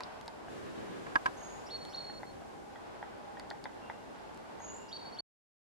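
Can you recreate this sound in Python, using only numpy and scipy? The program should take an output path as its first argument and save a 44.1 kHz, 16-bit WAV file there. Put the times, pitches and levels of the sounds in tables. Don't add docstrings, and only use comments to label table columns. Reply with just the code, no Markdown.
import sys
import numpy as np
from scipy import signal
from scipy.fft import rfft, irfft, next_fast_len
from scipy.io import wavfile
from scipy.ndimage import map_coordinates

SR = 44100
rng = np.random.default_rng(int(sys.argv[2]) if len(sys.argv) > 2 else 0)


def transcribe(u):
    v = np.clip(np.atleast_2d(u).T, -1, 1)
    q = np.round(v * 32767).astype(np.int16)
    wavfile.write(sys.argv[1], SR, q)


N = 255780

# frequency in Hz, relative density in dB.
RUMBLE_SPECTRUM = [(12, -52), (20, -23), (35, -7.5), (54, -9), (129, -8), (238, -2), (409, -3), (451, -7),
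                   (492, -3.5), (559, -3), (600, -5), (780, -35.5), (1320, -120)]
RUSH_SPECTRUM = [(260, -41), (450, 2), (489, -5.5), (561, -9.5), (591, -1), (636, -1.5), (776, -1.5),
                 (844, -4), (977, -3), (1380, -9.5), (1500, -7.5), (1740, -14), (1910, -14.5),
                 (2050, -15.5), (5500, -28), (7150, -55.5), (12100, -120)]
HISS_SPECTRUM = [(2650, -27.5), (4500, -6.5), (7130, -4.5), (8120, -7.5), (11800, -13), (13800, -15),
                 (14700, -23.5), (15500, -39)]
GRIP_SPECTRUM = [(30, -37), (80, -13.5), (180, -3.5), (400, 0), (560, -10), (750, -15.5), (1250, -13.5),
                 (1450, -18), (1630, -15), (1900, -20), (4000, -28), (12000, -54), (15000, -70)]
# time in seconds, relative level in dB.
RUSH_LEVEL = [(0, -47.5), (.35, -50.5), (.6, -55), (1.0, -55.5), (1.3, -49), (2.4, -53), (5.0, -52)]
RUSTLE_LEVEL = [(.47, -64.5), (.505, -45.5), (1.08, -45.5), (1.16, -50.5), (1.25, -63), (1.275, -44),
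                (1.33, -55.5)]
# time in seconds, relative level in dB.
HISS_LEVEL = [(0.0, -77), (.46, -77.5), (0.53, -73), (0.7, -74.5), (1.38, -73), (3.05, -78.5), (5.0, -77.5)]
# frequency in Hz, left-right correlation.
PORT_CORRELATION = [(45, 1), (90, 0.54), (135, -0.29), (350, -0.66), (500, -0.52), (800, 0.44),
                    (1000, -0.21), (1250, -0.45), (1900, 0.026), (2500, -0.021), (4600, -0.012),
                    (6000, -0.038)]
# frequency in Hz, gain in dB.
MICROPHONE_GAIN = [(20, -22.5), (45, 1), (11000, 1.5), (15500, -6)]
# frequency in Hz, time to fall 60 dB (T60) in seconds.
FOREST_DECAY = [(200, 0.34), (1000, 0.37), (4300, 0.64), (7000, 0.43), (14000, 0.13)]
# time in seconds, centre frequency in Hz, level in dB.
DRONE_PATH = [(0, 788, -70.5), (1.8, 808, -61), (3.6, 818.5, -57.5), (4.05, 832, -60.5), (4.45, 883, -62.5),
              (5.2, 894, -59)]
# start in seconds, length in seconds, pitch in Hz, level in dB.
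FAR_NOTES = [(3.815, 0.105, 2777, -70.5), (4.67, 0.045, 2854, -72), (4.775, 0.081, 2810, -70.5)]
# start in seconds, peak in dB, rebound delay in seconds, rebound against
# the blow in dB, rebound right minus left in dB, relative scrape in dB, rattle length in seconds.
CAMERA_KNOCKS = [(1.0665, -34, .0037, -12, -0.5, -26.5, .004), (1.122, -40.5, .0037, -10, -7, -21.5, .004),
                 (1.1557, -13.5, .00368, -6.5, 16, -24.5, 0.018),
                 (1.2579, -18.5, .00385, 2, 3, -17.5, 0.029)]
# frequency in Hz, relative level in dB, T60 in seconds, right lead in radians.
CASE_MODES = [(140, -26.5, .03, .3), (330, -17.5, 0.022, 0.55), (747, -19, 0.025, 1.2),
              (1025, 1, 0.018, 2.025), (1217.3, -4, 0.017, 2.2), (1644, 0.5, 0.023, 2.173),
              (1850, -7, 0.013, 0.86), (2280, -11.5, .013, 0.56), (2859.4, -15, 0.015, 1.7),
              (3400, -11.5, 0.0071, 1.7), (4930, -17, 0.009, 0.74), (5330, -28, 0.014, 1)]
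# start in seconds, hold in seconds, pitch in Hz, level in dB, swell in dB,
# middle over the ends in dB, relative forest echo in dB.
THIN_NOTES = [(1.368, .116, 6595, -63.5, -8, 11, -1.5), (4.594, 0.087, 6670, -56, 5, -1, -5.5)]
# start in seconds, hold in seconds, level in dB, pitch ratio, onset offset in Hz,
# climb in Hz, swell in dB, relative echo in dB, gain of the lead-in in dB.
LOWER_NOTES = [(1.686, 0.064, -44.5, 1.0, 20, 0, 6, -10.5, 0),
               (1.921, 0.052, -42.5, 0.998, -110, 0, 0, -6.5, -1),
               (4.907, 0.046, -46, 1.024, -90, 70, -4, -7, -.5),
               (5.165, .05, -40, 1.03, -120, 30, 15, -8.5, -4.5)]
# delay in seconds, level against the note's echo in dB.
TRUNK_ECHOES = [(.064, -2), (.125, -1), (.195, -5), (.322, -14)]
# start in seconds, level in dB, pitch ratio, spectral tilt in dB per octave.
PECKS = [(.006, -29.5, 1.28, -9.5), (.280, -38, 1.1, -6), (.4824, -37, 0.86, 0), (1.4155, -45, 0.89, 5),
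         (2.097, -38, 0.961, -3), (2.2316, -30.5, 1.06, -3.5), (2.4195, -43, 0.852, -4.5),
         (2.7575, -43, 1.002, 5), (3.0272, -27, 0.99, -3), (3.3705, -38, 0.97, 2.5),
         (3.3975, -41, 1.042, 5), (3.5112, -28, 0.97, 1.5), (3.6556, -26.5, 1.05, 0.5),
         (3.8986, -26.5, 1.06, -2.5), (4.603, -38.5, 1.04, -6.5)]
# start in seconds, peak in dB, crack against the ring in dB, pitch ratio.
FLAKE_SNAPS = [(.0065, -38.5, -7.5, .95), (0.035, -32.5, -26, 1), (.212, -57.5, 11.5, 0.63),
               (0.2599, -55, 1, 1.5), (0.2793, -35.5, -11, 0.964), (1.851, -42, -4, .8),
               (1.960, -49, -1.5, 1.25), (3.3968, -40, -3, 0.93), (3.5031, -34, -13, 0.92),
               (3.641, -39, -8, .95), (4.345, -60, 3, 1.5), (4.362, -69, 1.5, 1.5),
               (4.375, -66.5, 13.5, 2.2)]
# base frequency in Hz, relative level in dB, base T60 in seconds.
BARK_MODES = [(826, 2.5, 0.0093), (1504.5, -3.5, 0.0071), (1907, -3.5, 0.0094), (3350, -12, 0.0059)]
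FLAKE_MODES = [(2936, -18.5, 0.0033), (4020, -2.5, 0.0046), (4840, -6, 0.0079), (5400, -10, 0.0084),
               (8540, -22.5, 0.0064)]
# frequency in Hz, gain in dB.
CRACK_GAIN = [(1500, 9), (4000, 3), (6200, 3), (8500, -1.5), (12000, -8), (15500, -18)]

SWEEP_FROM_HZ, HELD_HZ, SWEEP_S = 2700, 4328, 0.025
FLICK_FROM_HZ, FLICK_TO_HZ, FLICK_S, FLICK_DB = 4650, 5970, 0.012, -65
FIRM_DB, FIRM_RING = -28, 0.85
RING_DOUBLES_DB = 11.5
OFF_S, BAND_LIMIT_HZ = 5.208, 15500


def amp(db):
    return 10 ** (np.asarray(db) / 20)


def unit_rms(x):
    return x / np.sqrt(np.mean(x ** 2) + 1e-20)


def along(points, hz):
    knots_hz, values = np.transpose(points)
    return np.interp(np.log(hz + 1), np.log(knots_hz + 1), values)


def curves(rows):
    times, *columns = np.transpose(rows)
    return [np.interp(np.arange(N) / SR, times, column) for column in columns]


def wobble(rate):
    knots = rng.standard_normal(int(N * rate / SR) + 4)
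    return map_coordinates(knots, [np.arange(N) * rate / SR])


def filtered(x, response):
    size = next_fast_len(N + SR // 2)
    return irfft(rfft(x, size) * response(np.fft.rfftfreq(size, 1 / SR)), size)[..., :N]


def add(track, start_s, sound):
    part = track[..., max(round(start_s * SR), 0):][..., :sound.shape[-1]]
    part += sound[..., :part.shape[-1]]


def stereo(mid, side, width=1):
    return np.array([mid + width * side, mid - width * side])


def diffuse_noise(spectrum):
    def response(hz):
        angle = np.arccos(np.clip(along(PORT_CORRELATION, hz), -1, 1)) / 2
        return amp(along(spectrum, hz)) * [np.cos(angle), np.sin(angle)]
    return unit_rms(stereo(*filtered(rng.standard_normal((2, N)), response)))


def tone(hz, db, rough):
    waver = 1 + rough * wobble(246.3)[:len(hz)]
    edges = signal.windows.tukey(len(hz), .08)
    return edges * amp(db) * np.sqrt(2) * np.sin(2 * np.pi * np.cumsum(hz * waver) / SR)


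def reverberate(x, tail):
    return signal.fftconvolve(np.atleast_2d(x), tail / np.linalg.norm(tail[0]), axes=1)[:, :x.shape[-1]]


def forest(x, wet_db, spread, builds_s=.001):
    hz, t, spectra = signal.stft(rng.standard_normal((2, SR)), SR, nperseg=256)
    decay = amp(-60 * t / along(FOREST_DECAY, hz)[:, None])
    mid, side = signal.istft(spectra * decay * (1 - np.exp(-t / builds_s)), SR, nperseg=256)[1]
    return x + amp(wet_db) * reverberate(x, stereo(mid, side, spread))


def near_scatter(x, echo_db, t60, direct=1):
    t = np.arange(SR // 7) / SR
    tail = rng.standard_normal((2, len(t))) * amp(-60 * t / t60) * (1 - np.exp(-t / 0.0033))
    return direct * x + amp(echo_db) * reverberate(x, tail)


def hiss():
    return amp(curves(HISS_LEVEL)[0] + 7) * diffuse_noise(HISS_SPECTRUM)


def air():
    t = np.arange(N) / SR
    rumble_db = -52.5 - 0.54 * t + 1.1 * wobble(11) + 0.65 * wobble(3.43)
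    rumble = amp(rumble_db) * diffuse_noise(RUMBLE_SPECTRUM)
    rush = amp(curves(RUSH_LEVEL)[0] + 1.6 * wobble(6.9)) * diffuse_noise(RUSH_SPECTRUM)
    return rumble + rush


def drone(half_width_hz=32):
    hz, db = curves(DRONE_PATH)
    slow = filtered(rng.standard_normal((2, 2, N)), lambda f: 1 / (1 + (f / half_width_hz) ** 2))
    phase = 2 * np.pi * np.cumsum(hz) / SR
    mid, side = slow[0] * np.cos(phase) + slow[1] * np.sin(phase)
    return amp(db + 2 * wobble(4)) * unit_rms(stereo(mid, side, width=0.95))


def far_bird(sag_hz_per_s=144):
    notes = np.zeros(N)
    for start, length, hz, db in FAR_NOTES:
        add(notes, start, tone(hz - sag_hz_per_s * np.arange(0, length, 1 / SR), db, rough=.012))
    return forest(notes * amp(2.5 * wobble(30.2)), wet_db=-0.5, spread=0.41)


def case_contact(db, pan_db, scrape_db, tilt_db=0):
    t = np.arange(SR // 12) / SR
    ringing = np.zeros((2, len(t)))
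    for hz, mode_db, t60, lead in CASE_MODES:
        level_db = mode_db + tilt_db * max(np.log2(hz / 1000), 0) + rng.normal(0, 1)
        ringing += amp(level_db - 60 * t / t60) * np.sin(2 * np.pi * hz * t - np.array([[lead], [0]]))
    scrape = signal.sosfilt(signal.butter(2, 5500, fs=SR, output="sos"), rng.standard_normal((2, len(t))))
    knock = (ringing + amp(scrape_db - 60 * t / 0.026) * scrape) * (1 - np.exp(-t / 0.0012))
    return amp(db + np.array([[-pan_db], [pan_db]]) / 2) * knock / np.abs(knock).max()


def camera(rattle_gap_s=0.0048, rattle_fade_db=13, dull_db=-10):
    out = amp(curves(RUSTLE_LEVEL)[0] + wobble(22)) * diffuse_noise(GRIP_SPECTRUM)
    for start, db, rebound_s, rebound_db, pan_db, scrape_db, rattle_s in CAMERA_KNOCKS:
        add(out, start, case_contact(db, pan_db=1, scrape_db=scrape_db))
        add(out, start + rebound_s, case_contact(db + rebound_db, pan_db, scrape_db))
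        for after in np.arange(rattle_gap_s, rattle_s, rattle_gap_s):
            level_db = db - 7 - rattle_fade_db * after / rattle_s
            when = start + after + rng.normal(0, 0.000644)
            add(out, when, case_contact(level_db, rng.normal(0, 3.4), scrape_db + dull_db, dull_db))
    return out


def from_treetop(note, branches_db, echo_db, flutter_db=3):
    note = note * amp(flutter_db * wobble(93)[:len(note)])
    smeared = near_scatter(np.pad(note, (0, SR)), echo_db=branches_db, t60=0.04)[0]
    return forest(smeared, wet_db=echo_db, spread=0.377, builds_s=0.0072)


def thin_note(held_s, hz, db, swell_db, arch_db):
    scoop_hz, scoop_s, rise_hz_per_s, rise_s = 536, 0.0068, 5300, 0.0993
    t = np.arange(0, held_s + rise_s, 1 / SR)
    progress = t / t[-1]
    pitch = hz - scoop_hz * np.exp(-t / scoop_s) + rise_hz_per_s * np.maximum(t - held_s, 0)
    level_db = db + swell_db * (progress - .5) + arch_db * (np.sin(np.pi * progress) - .5)
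    return tone(pitch, level_db, rough=0.006)


def sweep(ratio):
    progress = np.linspace(0, 1, round(SWEEP_S * SR))
    pitch = ratio * (SWEEP_FROM_HZ + (HELD_HZ - SWEEP_FROM_HZ) * progress ** 1.053)
    return tone(pitch, -62.5 + 9 * progress, rough=.012)


def held_tone(hold_s, ratio, db, onset_hz, climb_hz, swell_db, settle_s=0.0079, release_s=0.005):
    t = np.arange(0, hold_s + release_s, 1 / SR)
    pitch = ratio * HELD_HZ + onset_hz * np.exp(-t / settle_s) + climb_hz * t / hold_s
    envelope_db = np.interp(t, [0, hold_s, t[-1]], [-swell_db / 2, swell_db / 2, -10])
    return tone(pitch, db + envelope_db, rough=.003)


def songbird(left_lag_s=.00003, diffuse_db=-3.5):
    song = np.zeros((2, N))
    for start, held_s, hz, db, swell_db, arch_db, echo_db in THIN_NOTES:
        note = thin_note(held_s, hz, db, swell_db, arch_db)
        add(song, start, from_treetop(note, branches_db=-9.5, echo_db=echo_db))
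    flick_hz = np.linspace(FLICK_FROM_HZ, FLICK_TO_HZ, round(FLICK_S * SR))
    for start, hold_s, db, ratio, onset_hz, climb_hz, swell_db, echo_db, lead_db in LOWER_NOTES:
        for lead_s in (0.026, 0.018):
            flick = tone(flick_hz, FLICK_DB + lead_db, rough=0.032)
            add(song, start - lead_s, from_treetop(flick, branches_db=2, echo_db=echo_db))
        add(song, start, from_treetop(amp(lead_db) * sweep(ratio), branches_db=-1, echo_db=-5))
        note = held_tone(hold_s, ratio, db, onset_hz, climb_hz, swell_db)
        held_at = start + 0.78 * SWEEP_S
        add(song, held_at, from_treetop(note, branches_db=-12, echo_db=echo_db + diffuse_db))
        for delay_s, trunk_db in TRUNK_ECHOES:
            reflection = near_scatter(np.pad(note, (0, SR // 10)), echo_db=-20, t60=0.066)
            add(song, held_at + delay_s, amp(echo_db + trunk_db) * reflection)
    lags = np.array([[left_lag_s], [0]])
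    return filtered(song * amp([[-.9], [.9]]), lambda hz: np.exp(-2j * np.pi * hz * lags))


def ring(modes, t, pitch, decay_ratio, attack_s, tilt_db=0):
    x = np.zeros(len(t))
    for k, (hz, db, t60) in enumerate(modes):
        level_db = db + tilt_db * np.log2(hz / modes[0][0]) + rng.normal(0, 1)
        x += (-1) ** k * amp(level_db - 60 * t / (t60 * decay_ratio)) * np.sin(2 * np.pi * hz * pitch * t)
    x *= 1 - np.exp(-t / attack_s)
    return x / np.abs(x).max()


def woodpecker(echo_s=.033, echo_db=-18):
    out, cracks = np.zeros((2, N)), np.zeros(N)
    t = np.arange(SR // 7) / SR
    hollow = signal.iirnotch(1140, Q=4.5, fs=SR)
    for start, db, pitch, tilt_db in PECKS:
        decay_ratio = FIRM_RING * 2 ** ((FIRM_DB - db) / RING_DOUBLES_DB)
        bark = ring(BARK_MODES, t, pitch, decay_ratio, attack_s=0.0029, tilt_db=tilt_db)
        blow = amp(db) * signal.lfilter(*hollow, bark)
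        add(out, start, near_scatter(blow, echo_db=-3.5, t60=0.061))
        add(out, start + echo_s, amp(echo_db) * near_scatter(blow, echo_db=3, t60=0.039, direct=.3))
    for start, db, crack_db, pitch in FLAKE_SNAPS:
        flake = amp(db) * ring(FLAKE_MODES, t, pitch, decay_ratio=0.92, attack_s=0.0004)
        add(out, start, near_scatter(flake, echo_db=-8.0, t60=0.043))
        add(cracks, start, amp(db + crack_db - 60 * t / 0.0084) * rng.standard_normal(len(t)))
    out += filtered(cracks, lambda hz: amp(along(CRACK_GAIN, hz)))
    return forest(out, wet_db=-23.5, spread=0.64)


def scene():
    return woodpecker() + songbird() + far_bird() + camera() + air() + hiss() + drone()


def record(dry):
    gate = np.clip((OFF_S - np.arange(N) / SR) / .003, 0, 1)
    return filtered(dry * gate, lambda hz: amp(along(MICROPHONE_GAIN, hz)) * (hz < BAND_LIMIT_HZ))


dry = scene()
out = record(dry)
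transcribe(out)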